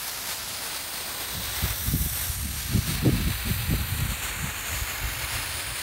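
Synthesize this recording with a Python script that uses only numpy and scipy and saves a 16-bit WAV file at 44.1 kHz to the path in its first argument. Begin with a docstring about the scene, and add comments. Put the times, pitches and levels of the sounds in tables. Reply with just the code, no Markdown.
"""A fuse burns along a bed of loose rock: noise with random surges, sputters and spits makes its jet of gas.
Rings swell and fade in its spectrum as the flame creeps past gaps, and dips come and go as well.
A breeze, made of coloured noise, rumbles and flutters on the nearby microphone in short gusts.
Its strongest eddies land as low thumps, each one a single short pressure pulse."""
import sys
import numpy as np
from scipy import signal
from scipy.fft import rfft, irfft, next_fast_len
from scipy.io import wavfile
from scipy.ndimage import map_coordinates

SR = 44100
rng = np.random.default_rng(int(sys.argv[2]) if len(sys.argv) > 2 else 0)


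def file_out(sig):
    """Save sig as 16-bit WAV at sys.argv[1]."""
    # one column per channel
    cols = np.atleast_2d(sig).T
    # limit, then scale
    lim = np.clip(cols, -1, 1)
    pcm = np.round(lim * 32767).astype(np.int16)
    wavfile.write(sys.argv[1], SR, pcm)


N = 256662  # length in samples

# slow strength of the jet in four registers, before flicker and flares:
# t/s, roar level/dB, rush level/dB, hiss level/dB, sizzle level/dB
JET_STRENGTH = [(0.0, -41, -38.5, -40, -40), (0.5, -40, -36, -40.5, -42.5), (0.9, -40.5, -38, -41, -40),
                (1.45, -39.0, -36, -40.5, -38.5), (1.68, -38.0, -36.5, -40.0, -36.0),
                (1.98, -44, -39.5, -37.0, -32), (2.3, -40, -39, -36.5, -36.5), (2.37, -45, -42, -39.0, -40),
                (2.65, -39.5, -36, -40, -38.5), (2.93, -42, -39.5, -42, -41.5),
                (3.04, -39.5, -40, -43.5, -43.0), (3.5, -37.5, -39.5, -40.5, -38.5),
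                (3.9, -37.5, -41.5, -41, -39.5), (4.45, -36, -42.5, -39, -44.5),
                (4.78, -37, -40, -41.0, -41.5), (5.13, -35, -40, -41.5, -40.5),
                (5.3, -36, -38.0, -39.5, -42), (5.82, -37, -39.5, -39.0, -43.5)]
# the four registers, from roar to sizzle: lowest f/Hz, highest f/Hz
JET_REGISTERS = [(700, 3000), (3000, 7000), (7000, 11000), (11000, 15800)]
# basic colour of the jet: f/Hz, relative level/dB
JET_COLOUR = [(100, -4), (300, -3), (480, -4), (700, -1.5), (1050, 0.5), (1600, 3), (2500, 1.4), (3200, 0),
              (4450, 1.5), (5000, 0), (7400, -2), (9500, 1.5), (10500, -0.5), (12700, 3), (15800, 1)]
# the powder flares up: middle t/s, length/s, rise/dB
FLARES = [(0.08, 0.027, 3.5), (0.309, 0.076, 3.5), (0.644, 0.056, 1), (0.754, 0.073, 1.7),
          (1.65, 0.16, 1.4), (2.2, 0.15, 1.7), (2.928, 0.13, 4.3), (3.173, 0.033, 1.5), (3.33, 0.064, 2.5),
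          (3.514, 0.084, 1.5), (4.122, 0.043, 2), (4.255, 0.072, 3.5), (4.673, 0.034, 2),
          (4.754, 0.121, 3.1), (4.895, 0.049, 2), (5.225, 0.038, 1.5), (5.35, 0.11, 2.5), (5.6, 0.033, 2)]
# the flame passes a gap between stones, which rings:
# middle t/s, length/s of even creeping, f/Hz at the middle, gain/dB
RINGING_GAPS = [(1.45, 1.5, 380, 2.5), (0.51, 2.6, 740, 3.5), (1.8, .8, 1800, 2.5), (4.1, 4.2, 2540, 3),
                (1.72, 1.2, 3730, 5.5), (3.34, 2, 4000, 4), (2, 1.3, 5800, 5), (1.1, 0.89, 8600, 7),
                (1.84, 1, 8350, 4.5), (2.62, 1.2, 8560, 3.5), (4.63, 1.3, 6940, 7), (0.5, 1.7, 9960, 4),
                (.1, 1, 11400, 2.5), (5.56, 1.1, 9600, 6.5), (3.7, 1, 13400, 7)]
# dips in the jet's spectrum, which come and go and sink:
# middle t/s, length/s of even creeping, f/Hz at the middle, gain/dB, width/Hz
JET_DIPS = [(.7, 0.65, 12800, -5.5, 600), (.72, 0.79, 14500, -9, 320), (.25, 0.87, 9050, -5, 220),
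            (.3, 1.1, 10350, -7.5, 254), (1.2, 0.9, 10600, -6, 330), (1, 1.2, 5630, -4.5, 220),
            (2.25, 0.45, 15400, -15, 350), (2.44, 0.31, 766, -1, 330), (2.4, 1.6, 5150, -3.5, 220),
            (2.55, 0.79, 14900, -17, 400), (2.6, 0.92, 13500, -14, 320), (2.62, 0.74, 10000, -10, 300),
            (2.62, .95, 8050, -6.5, 170), (3.4, 1.9, 6700, -8, 190), (3.55, 2, 11400, -6, 420),
            (3.6, 1.1, 5470, -10, 259), (4.3, 0.96, 5040, -10, 280), (4, .6, 14600, -10, 320),
            (4.5, 1.1, 10200, -7.5, 360), (5.1, 2.3, 5790, -7, 170), (5.15, 0.36, 8150, -8, 220),
            (5.7, .7, 13200, -6, 650), (5.8, 0.58, 10800, -8, 350), (5.8, 0.45, 6100, -5, 300)]
# the burnt end gives way and the flame jumps to a new place: t/s, creeping time skipped/s
FLAME_JUMPS = [(2.34, .5), (2.96, 0.45), (4.1, 0.1)]
# slowly rising and falling breeze beneath the gusts, before waver and trims:
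# t/s, rumble level/dB, flutter level/dB
BREEZE_BASE = [(0, -52.5, -49.5), (1.15, -49, -48), (1.55, -41, -50), (2.15, -36, -44.5), (2.6, -35.5, -41),
               (3.15, -34, -39), (3.38, -33.5, -47), (3.95, -34, -37), (4.25, -38.5, -49), (4.6, -41, -49),
               (5.4, -42, -57), (5.82, -45.5, -54)]
# gusts on top of it, before trims: middle t/s, length/s, rumble level/dB, flutter level/dB
GUSTS = [(1.375, 0.058, -35.5, -35.5), (1.5, 0.036, -37, -50), (1.643, 0.025, -28, -24.5),
         (1.7, 0.062, -29.5, -50), (1.887, 0.061, -27, -31), (1.948, 0.046, -23, -23.5),
         (2.017, 0.028, -24, -27), (2.063, 0.013, -22, -26), (2.126, 0.02, -29, -42),
         (2.441, 0.1, -30, -34), (2.758, 0.064, -32, -21), (2.908, 0.072, -40, -26),
         (3.069, 0.05, -32, -15), (3.142, 0.046, -25, -23), (3.205, 0.035, -25.5, -24),
         (3.282, 0.038, -20.5, -22.5), (3.493, 0.049, -25, -24), (3.728, 0.042, -21.5, -19),
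         (3.81, 0.033, -25, -33), (3.934, 0.034, -27, -44), (4.022, 0.095, -26, -32),
         (4.114, 0.034, -26, -31.5), (4.448, 0.084, -34, -33), (4.736, 0.068, -30.5, -41.5),
         (4.83, 0.027, -34, -43), (5.058, 0.062, -27.5, -49), (5.241, 0.018, -27.5, -49),
         (5.36, 0.063, -31, -50), (5.56, .04, -39, -54), (5.71, .04, -36, -51)]
# colour of the slow rumble: f/Hz, relative level/dB
RUMBLE_COLOUR = [(20, -26), (35, -18), (50, 4.5), (68, 3), (100, -1), (135, -7), (200, -48), (400, -44)]
# colour of the faster flutter: f/Hz, relative level/dB
FLUTTER_COLOUR = [(50, -42), (90, -9.5), (130, 1), (190, -1), (260, -10), (370, -24), (500, -39),
                  (1000, -47.5)]
# colour of the finest, tearing turbulence: f/Hz, relative level/dB
TEARING_COLOUR = [(100, -26), (200, -2), (280, 1), (370, -0.5), (480, -13.5), (750, -19), (1500, -56)]
# eddies striking the microphone: t/s, peak level/dB before the trim, centre f/Hz
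EDDIES = [(1.64, -16, 95), (1.937, -22, 330), (1.94, -11, 128), (2.302, -19, 69.5), (2.752, -11, 94),
          (2.791, -12.5, 94), (3.062, -10, 287), (3.094, -10.5, 251), (3.513, -16, 102), (3.731, -14, 95),
          (3.738, -17.5, 325), (3.927, -19, 85), (4.023, -16, 100), (4.445, -20.5, 122), (4.823, -20, 69),
          (5.047, -23.5, 55)]

FLICKER_DB, FLICKER_RATE = 0.56, 14  # each register's unsteadiness: depth in dB, random points a second
GAP_WIDTH_HZ, GAP_WIDENING = 330, 0.013  # base width of a ring; added width as a share of its frequency
# rings and dips sink in frequency: speed at 10 kHz, power of frequency by which it grows
SINK_HZ_PER_S, SINK_GROWS = 390, 2.4
PASS_EDGE, FLARE_EDGE, GUST_EDGE = 2.8, 2.3, 1.92  # steepness with which each comes and goes
JUMP_S = 0.017  # sets how long a jump takes: half the width of its main rise
TOP_HZ = 15750  # nothing is kept from here up


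def amp(db):
    """Turn decibels into gain."""
    return 10 ** (np.asarray(db) / 20)


def unit(x):
    """Scale x to an rms (average strength) of 1."""
    return x / np.sqrt(np.mean(x ** 2) + 1e-20)


def along(points, hz):
    """Read a curve of (Hz, value) points on a log frequency axis."""
    f, value = np.transpose(points)
    return np.interp(np.log(hz + 1), np.log(f + 1), value)


def curves(rows, t):
    """Read each column after the time at the times t."""
    seconds, *columns = np.transpose(rows)
    return [np.interp(t, seconds, column) for column in columns]


def wobble(rate):
    """Draw a smooth random curve through `rate` random points a second."""
    points = rng.standard_normal(int(N * rate / SR) + 4)
    return map_coordinates(points, [np.arange(N) * rate / SR])


def filtered(x, response):
    """Multiply the spectrum of x by a response that depends on frequency."""
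    m = next_fast_len(N + SR // 2)  # padded so that the end does not wrap onto the start
    hz = np.fft.rfftfreq(m, 1 / SR)
    return irfft(rfft(x, m) * response(hz), m)[:N]


def swell(t, middle, length, edge):
    """Rise and fall between 0 and 1; a higher edge gives a flatter top."""
    return np.exp(-np.abs(2 * (t - middle) / length) ** edge)


def powder(surge_db, sputter_db, spit_rate, spit_db):
    """Raw jet noise: the gas flow surges and sputters, and single grains of powder spit."""
    gas = rng.standard_normal(N)
    spits = rng.random(N) < spit_rate / SR  # spit_rate is the average number a second
    grains = spits * rng.standard_normal(N)
    flow = amp(surge_db * wobble(28) + sputter_db * wobble(170))
    return unit(gas * flow + amp(spit_db) * grains)


def scatter(hz, t, ripple_db, shortest, longest, drift, count):
    """Many faint echoes off the rubble ripple the spectrum; each comes and goes as the flame moves."""
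    delay = rng.uniform(shortest, longest, count)  # seconds
    knots = rng.standard_normal((count, int(t[-1] * drift) + 4))
    strength = np.array([map_coordinates(k, [t * drift]) for k in knots])
    return ripple_db * unit(np.cos(2 * np.pi * np.outer(hz, delay)) @ strength)


def place(t):
    """How far the flame has come, in seconds of even creeping, with its jumps added."""
    return t + sum(skip * (1 + np.tanh((t - s) / JUMP_S)) / 2 for s, skip in FLAME_JUMPS)


def ridges(passes, hz, t):
    """Bell-shaped peaks or dips in dB; each swells, sinks in frequency and fades as the flame goes by."""
    total = 0
    for s, length, centre_hz, db, width in passes:
        sink = SINK_HZ_PER_S * (centre_hz / 10 ** 4) ** SINK_GROWS  # Hz per second
        offset = hz[:, None] - centre_hz + sink * (t - s)
        bell = np.exp(-.5 * (offset / width) ** 2)
        total = total + db * swell(place(t), place(s), length, PASS_EDGE) * bell
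    return total


def fuse():
    """The flaring gas jet hisses; rings, dips and faint echoes colour it as the flame creeps on."""
    jet = powder(surge_db=0.4, sputter_db=0.77, spit_rate=250, spit_db=2.5)
    hz, t, spectrum = signal.stft(jet, SR, nperseg=1024)
    rubble_db = scatter(hz, t, ripple_db=1.15, shortest=.0012, longest=.008, drift=1.6, count=40)
    rings = [(s, length, f, db, GAP_WIDTH_HZ + GAP_WIDENING * f) for s, length, f, db in RINGING_GAPS]
    colour_db = along(JET_COLOUR, hz)[:, None] + ridges(rings, hz, t)
    colour = amp(colour_db + ridges(JET_DIPS, hz, t) + rubble_db)
    # a flare lifts the whole jet
    level_db = sum(db * swell(t, s, length, FLARE_EDGE) for s, length, db in FLARES)
    # each register also drifts and flickers by itself and blends into its neighbours
    centres = np.mean(JET_REGISTERS, axis=1)
    strengths = curves(JET_STRENGTH, t)
    for (lo, hi), db, own in zip(JET_REGISTERS, strengths, np.eye(len(centres))):
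        power = np.sum(colour[(hz >= lo) & (hz < hi)] ** 2, axis=0) / len(hz)
        flicker = FLICKER_DB * np.interp(t, np.arange(N) / SR, wobble(FLICKER_RATE))
        share = np.interp(hz, centres, own)
        # taking off the colour's own power leaves the register near its set strength
        level_db = level_db + np.outer(share, db + flicker - 10 * np.log10(power))
    return signal.istft(spectrum * colour * amp(level_db), SR, nperseg=1024)[1][:N]


def airflow(waver_db):
    """Rumble and flutter levels in dB: gusts add their power to a wavering breeze."""
    t = np.arange(N) / SR
    power = amp(np.array(curves(BREEZE_BASE, t)) + waver_db * wobble(13)) ** 2
    for s, length, *levels in GUSTS:
        power = power + np.outer(amp(levels) ** 2, swell(t, s, length, GUST_EDGE))
    return 10 * np.log10(power)


def turbulence(colour, hold):
    """Coloured noise, like many mixed eddies, whose power stays near 1 over any `hold` seconds."""
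    x = unit(filtered(rng.standard_normal(N), lambda hz: amp(along(colour, hz))))
    power = signal.fftconvolve(x ** 2, np.hanning(int(hold * SR) + 3), "same")
    return unit(x / np.sqrt(np.abs(power) + 1e-9))


def breeze(rumble_db, flutter_db, lull_db, tear_db, tear_growth):
    """Slow air rumbles on the microphone; faster gusts flutter, the fastest tear into finer, higher noise."""
    rumble, flutter = airflow(waver_db=2.5)
    low = amp(rumble + rumble_db) * turbulence(RUMBLE_COLOUR, hold=0.12)
    turbulent = 1 / (1 + amp(lull_db - flutter) ** 2)  # in a lull the flow turns smooth
    middle = turbulent * amp(flutter + flutter_db) * turbulence(FLUTTER_COLOUR, hold=0.14)
    # tearing reaches tear_db in the strongest flutter and falls away faster than the flutter does
    tear_level = tear_db + tear_growth * (flutter - flutter.max())
    high = amp(tear_level) * turbulence(TEARING_COLOUR, hold=0.12)
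    return low + middle + high


def thumps(air, eddy_db, calm):
    """Each eddy is a brief suction between two rims of raised pressure; its core calms the other air noise."""
    t = np.arange(N) / SR
    for s, db, hz in EDDIES:
        u = np.minimum((np.pi * hz * (t - s)) ** 2, 50)  # squared distance from the core, capped
        calmed = air * (1 - np.clip(calm, 0, 1) * np.exp(-u / 2))
        pulse = (2 * u - 1) * np.exp(-u)
        air = calmed + amp(db + eddy_db) * pulse
    return air


def scene():
    """Add fuse and wind, alike in both channels."""
    air = breeze(rumble_db=-1.5, flutter_db=-3.5, lull_db=-49.0, tear_db=-22.5, tear_growth=1.91)
    mono = fuse() + thumps(air, eddy_db=-0.5, calm=0.55)
    return np.array([mono, mono])


def record(dry):
    """The recorder thins the deepest bass and keeps nothing above its band limit."""
    low_cut_hz = 33

    def passband(hz):
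        """A smooth bass cut and a sharp upper limit."""
        return (hz < TOP_HZ) * hz ** 3 / np.sqrt(hz ** 6 + low_cut_hz ** 6)

    return np.array([filtered(x, passband) for x in dry])


dry = scene()
out = record(dry)
file_out(out)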